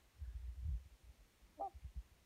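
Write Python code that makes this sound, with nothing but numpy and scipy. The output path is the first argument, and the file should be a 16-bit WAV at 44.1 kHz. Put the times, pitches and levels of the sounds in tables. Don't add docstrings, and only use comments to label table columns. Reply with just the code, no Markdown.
import sys
import numpy as np
from scipy import signal
from scipy.io import wavfile
from scipy.ndimage import uniform_filter1d

SR = 44100
rng = np.random.default_rng(int(sys.argv[2]) if len(sys.argv) > 2 else 0)


def dump(signal):
    limited = np.clip(np.atleast_2d(signal).T, -1, 1)
    pcm = np.round(limited * 32767).astype(np.int16)
    wavfile.write(sys.argv[1], SR, pcm)


def amplitude_ratio(level_db):
    exponent = np.asarray(level_db, float) / 20
    return 10 ** exponent


N = 99225


def evened(x):
    return x / np.sqrt(np.mean(x ** 2) + 1e-20)


def add(mix, s, sound):
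    part = mix[max(round(s * SR), 0):][:len(sound)]
    part += sound[:len(part)]


def bump(t, length):
    return .5 ** ((2 * t / length) ** 2)


def resonate(x, hz, width_hz):
    turn = np.exp(2j * np.pi * np.cumsum(hz * np.ones(len(x))) / SR)
    r = np.exp(-np.pi * width_hz / SR)
    smooth = signal.lfilter([(1 - r) ** 2], [1, -2 * r, r * r], x / turn)
    return 2 * (turn * smooth).real


def voice(curve, partials):
    waver_db = .5
    s, *columns = np.transpose(curve)
    t = np.arange(s[0], s[-1], 1 / SR)
    hz, effort_db, first_db = (uniform_filter1d(np.interp(t, s, v), size=130) for v in columns)
    turns = 2 * np.pi * np.cumsum(hz) / SR
    drift = rng.standard_normal((len(partials), len(t)))
    for _ in range(2):
        drift = uniform_filter1d(drift, size=200)
    drift = waver_db * evened(drift)
    tone = np.zeros(len(t))
    for i, (multiple, db, share) in enumerate(partials):
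        level = first_db if i == 0 else share * effort_db
        tone += amplitude_ratio(db + level + drift[i]) * np.sin(multiple * turns)
    return s[0], tone * signal.windows.tukey(len(t), .03)


# (time [s], pitch [Hz], effort [dB], first partial [dB])
LOW_START = [(1.5668, 324, -36, -34), (1.576, 312, -20, -14), (1.586, 301, -13, -4), (1.594, 298, -6, -3),
             (1.601, 297, 1, -1), (1.609, 293, -6, 0), (1.617, 290, -16, -4), (1.628, 290, -32, -22)]
# (multiple of the pitch, level [dB], share of the effort followed)
LOW_START_PARTIALS = [
    (1, -56, 0),
    (2, -50, 1),
    (3, -66, 1),
]
# (time [s], pitch [Hz], effort [dB], first partial [dB])
CLEAR_NOTE = [(1.6065, 392, -14, -20), (1.611, 395, -2, -6), (1.618, 397, -.5, 1), (1.63, 398.5, 0, -6),
              (1.65, 395.5, -.7, 2), (1.664, 386, -1.8, -1), (1.676, 369, -3.5, -6), (1.683, 349, -21, -2),
              (1.72, 332, -62, -24)]
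# (multiple of the pitch, level [dB], share of the effort followed)
CLEAR_NOTE_PARTIALS = [
    (1, -56.5, 0),
    (2, -39.8, 1),
    (3, -62.5, .8),
    (6, -83, 5.5),
    (8, -89, 5.5),
]
# (pitch [Hz], level [dB], time to fall 60 dB [s])
WINDPIPE_TONES = [(516, -50, .09), (668, -38, .048), (664, -51, .22), (886, -50, .08), (998, -53, .06)]
# (time [s], level [dB])
BREAK_JOLTS = [
    (1.5951, -6),
    (1.6071, 0),
]


def swan():
    jolt_rise_s = .0025
    brass_s, brass_hz, brass_db, brass_t60_s = 1.611, 1280, -61, 0.098
    out = np.zeros(N)
    t = np.arange(8000) / SR
    add(out, *voice(LOW_START, LOW_START_PARTIALS))
    add(out, *voice(CLEAR_NOTE, CLEAR_NOTE_PARTIALS))
    rise = 1 - np.exp(-(t / jolt_rise_s) ** 2)
    ring = sum(amplitude_ratio(db - 60 * t / t60) * np.sin(2 * np.pi * hz * t) for hz, db, t60 in WINDPIPE_TONES)
    for s, db in BREAK_JOLTS:
        add(out, s, amplitude_ratio(db) * ring * rise)
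    brass = amplitude_ratio(brass_db - 60 * t / brass_t60_s) * np.sin(2 * np.pi * brass_hz * t)
    add(out, brass_s, brass * rise)
    return out


def lake_echo(bird):
    echo_db, t60_s, delay_s, shore_s = -32, .6, .018, .1
    t = np.arange(SR // 2) / SR
    hits = rng.standard_normal(len(t)) * (rng.random(len(t)) < .2)
    fade = amplitude_ratio(-60 * t / t60_s - 8 * (t > shore_s))
    echoes = hits * fade * (t > delay_s)
    return amplitude_ratio(echo_db) * signal.fftconvolve(bird, echoes / np.linalg.norm(echoes))[:N]


# (time of peak [s], peak level [dB], ring pitch [Hz], length [s])
GUST_BUFFETS = [(0.194, -55, 82, 0.019), (0.223, -40.5, 71.7, 0.027), (0.255, -48.5, 57.5, 0.031),
                (0.281, -41, 59.8, 0.021), (0.305, -48, 55.96, .025), (0.356, -38.5, 58.9, 0.023),
                (0.399, -45, 56.3, 0.017), (0.445, -43, 61.55, 0.05), (.487, -40, 63.77, 0.024),
                (0.518, -47, 56.8, 0.029), (0.588, -43.5, 65.3, 0.045), (0.628, -40, 59, 0.018),
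                (0.658, -34.5, 80.4, 0.016), (.686, -34.5, 79.5, 0.021), (0.715, -34.5, 61.1, 0.018),
                (0.74, -34, 56.2, 0.023), (0.764, -41.5, 58.4, 0.019), (0.804, -53.5, 69.2, 0.04),
                (0.858, -52, 73.4, 0.019)]
# (time of peak [s], peak level [dB], ring pitch [Hz], length [s])
LONE_BUFFETS = [(0.046, -63, 54.3, .035), (0.152, -62, 54, 0.023), (0.925, -53, 51.54, .029),
                (1.041, -53, 60.3, 0.014), (1.07, -55.5, 58.6, 0.017), (1.094, -50.5, 60, 0.017),
                (1.205, -56.5, 48.26, 0.05), (1.431, -56.5, 51.1, 0.033), (1.487, -66, 53.7, .025),
                (1.524, -66.5, 63.4, 0.015), (1.567, -68, 64.2, 0.025), (1.6, -58.5, 47.7, 0.028),
                (1.643, -61, 60, 0.026), (1.758, -47.5, 65.9, 0.025), (1.829, -52, 59.2, 0.021),
                (1.852, -41, 68.5, 0.017), (1.882, -51.5, 53.9, 0.031), (1.975, -38.5, 59.14, 0.029),
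                (2.053, -64.5, 63, .027), (2.119, -57.5, 64, 0.016), (2.23, -71, 50.8, .03)]
# (time [s], peak level [dB], pitch [Hz])
SHARP_EDGES = [(.215, -74, 125), (0.359, -61.5, 134), (.625, -61, 148), (.655, -48, 120),
               (.69, -50.5, 161.4), (0.709, -45.5, 130), (0.752, -57.5, 150), (.855, -66, 145.5),
               (1.09, -69, 125), (1.5, -68.5, 169.7), (1.85, -55, 140.7), (1.968, -55.5, 150)]


def wind():
    sag_hz_per_s, tail_stretch = 280, 1.3
    flutter_db, flutter_power, flutter_hz, flutter_width_hz = -59.5, 2.07, 125, 71
    edge_s, low_cut_hz = 0.015, 40
    push, pull, edges = np.zeros(N), np.zeros(N), np.zeros(N)
    t = np.arange(-.04, .12, 1 / SR)
    stretch = np.where(t > 0, tail_stretch, 1 / tail_stretch)
    for s, db, hz, length in GUST_BUFFETS + LONE_BUFFETS:
        power = amplitude_ratio(2 * db) * bump(t, length * stretch) ** 2
        add(push, s + t[0], power)
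        add(pull, s + t[0], power * (hz - sag_hz_per_s * t))
    ring_hz = (pull + 6e-9) / (push + 1e-10)
    ring = np.sqrt(push) * np.cos(2 * np.pi * np.cumsum(ring_hz) / SR)
    for s, db, hz in SHARP_EDGES:
        wave = np.cos(2 * np.pi * (rng.random() + hz * t))
        add(edges, s + t[0], amplitude_ratio(db) * bump(t, edge_s) * wave)
    flutter = evened(resonate(rng.standard_normal(N), flutter_hz, flutter_width_hz))
    strength = (push / push.max()) ** (flutter_power / 2)
    out = ring + edges + amplitude_ratio(flutter_db) * strength * flutter
    return signal.sosfilt(signal.butter(3, low_cut_hz, "high", fs=SR, output="sos"), out)


# (time [s], pitch [Hz], level [dB])
BUBBLES = [(0.169, 1600, -81), (.213, 1580, -80), (.252, 1705, -74.5), (.262, 1494, -75.5), (.3, 1650, -77),
           (.335, 1694, -79), (0.374, 1840, -78), (.432, 1930, -87), (0.477, 1740, -79)]
# (time [s], pitch [Hz], level [dB])
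SHORE_RIPPLE = [
    (.13, 1580, -12),
    (.2, 1600, -10),
    (.27, 1630, 1.5),
    (.35, 1640, -3.5),
    (.45, 1820, -10),
    (.55, 1960, -16),
]


def water():
    bubble_s, ripple_db, ripple_width_hz = 0.014, -84, 250
    out = np.zeros(N)
    t = np.arange(-.05, .05, 1 / SR)
    for s, hz, db in BUBBLES:
        tone = np.sin(2 * np.pi * hz * (t + 0.61 * t ** 2))
        add(out, s + t[0], amplitude_ratio(db) * bump(t, bubble_s) * tone)
    s, hz, db = np.transpose(SHORE_RIPPLE)
    t = np.arange(s[0], s[-1], 1 / SR)
    ripple = evened(resonate(rng.standard_normal(len(t)), np.interp(t, s, hz), ripple_width_hz))
    add(out, s[0], amplitude_ratio(ripple_db + np.interp(t, s, db)) * ripple)
    return out


# (time of peak [s], pitch [Hz], width [Hz], level [dB], length [s])
TWIG_SWELLS = [
    (1.834, 2300, 900, -84.5, 0.18),
    (.68, 2300, 700, -94, .12),
    (1.547, 310, 120, -82, .1),
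    (.3, 300, 300, -87, 0.27),
]


def twigs():
    t = np.arange(N) / SR
    out = np.zeros(N)
    for s, hz, width_hz, db, length in TWIG_SWELLS:
        rustle = evened(resonate(rng.standard_normal(N), hz, width_hz))
        out += amplitude_ratio(db) * bump(t - s, length) * rustle
    return out


# (pitch [Hz], level per Hz [dB])
HISS_COLOUR = [(15, -28), (25, -3.5), (64, -5), (253, -13.5), (704, -18.5), (1540, -22), (2060, -20),
               (2780, -22.5), (15500, -31)]
# (pitch [Hz], width [Hz], depth [dB])
OPENING_DIPS = [(4870, 230, 3), (7740, 430, 2.5), (10480, 590, 4.5), (14400, 2500, 2.2)]


def air():
    hiss_db, patch_db = -75, .38
    frames, hz = N // 512 + 5, np.fft.rfftfreq(2048, 1 / SR)
    a, b, patches = rng.standard_normal((3, len(hz), frames))
    patches = uniform_filter1d(patches, size=30, axis=0)
    patches = evened(uniform_filter1d(patches, size=10, axis=1))
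    f, db = np.transpose(HISS_COLOUR)
    colour = np.interp(np.log(hz + 1), np.log(f + 1), db)
    for centre, width, depth in OPENING_DIPS:
        colour -= depth * np.exp(-((hz - centre) / width) ** 2)
    z = (a + 1j * b) * amplitude_ratio(colour[:, None] + patch_db * patches)
    hiss = signal.istft(z, nperseg=2048, noverlap=1536)[1]
    above = signal.istft(z * (hz[:, None] > 300), nperseg=2048, noverlap=1536)[1]
    return amplitude_ratio(hiss_db) * hiss[:N] / np.std(above)


def scene():
    bird = swan()
    return (bird + lake_echo(bird) + wind() + water() + twigs() + air())[None]


def roll_off(x):
    return signal.sosfilt(signal.butter(12, 15690, fs=SR, output="sos"), x)


def record(dry):
    top_hz = 15800
    edge = signal.firwin(401, top_hz, window=("kaiser", 6), fs=SR)
    mix = signal.oaconvolve(dry, edge[None], "same")
    return roll_off(mix)


dry = scene()
out = record(dry)
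dump(out)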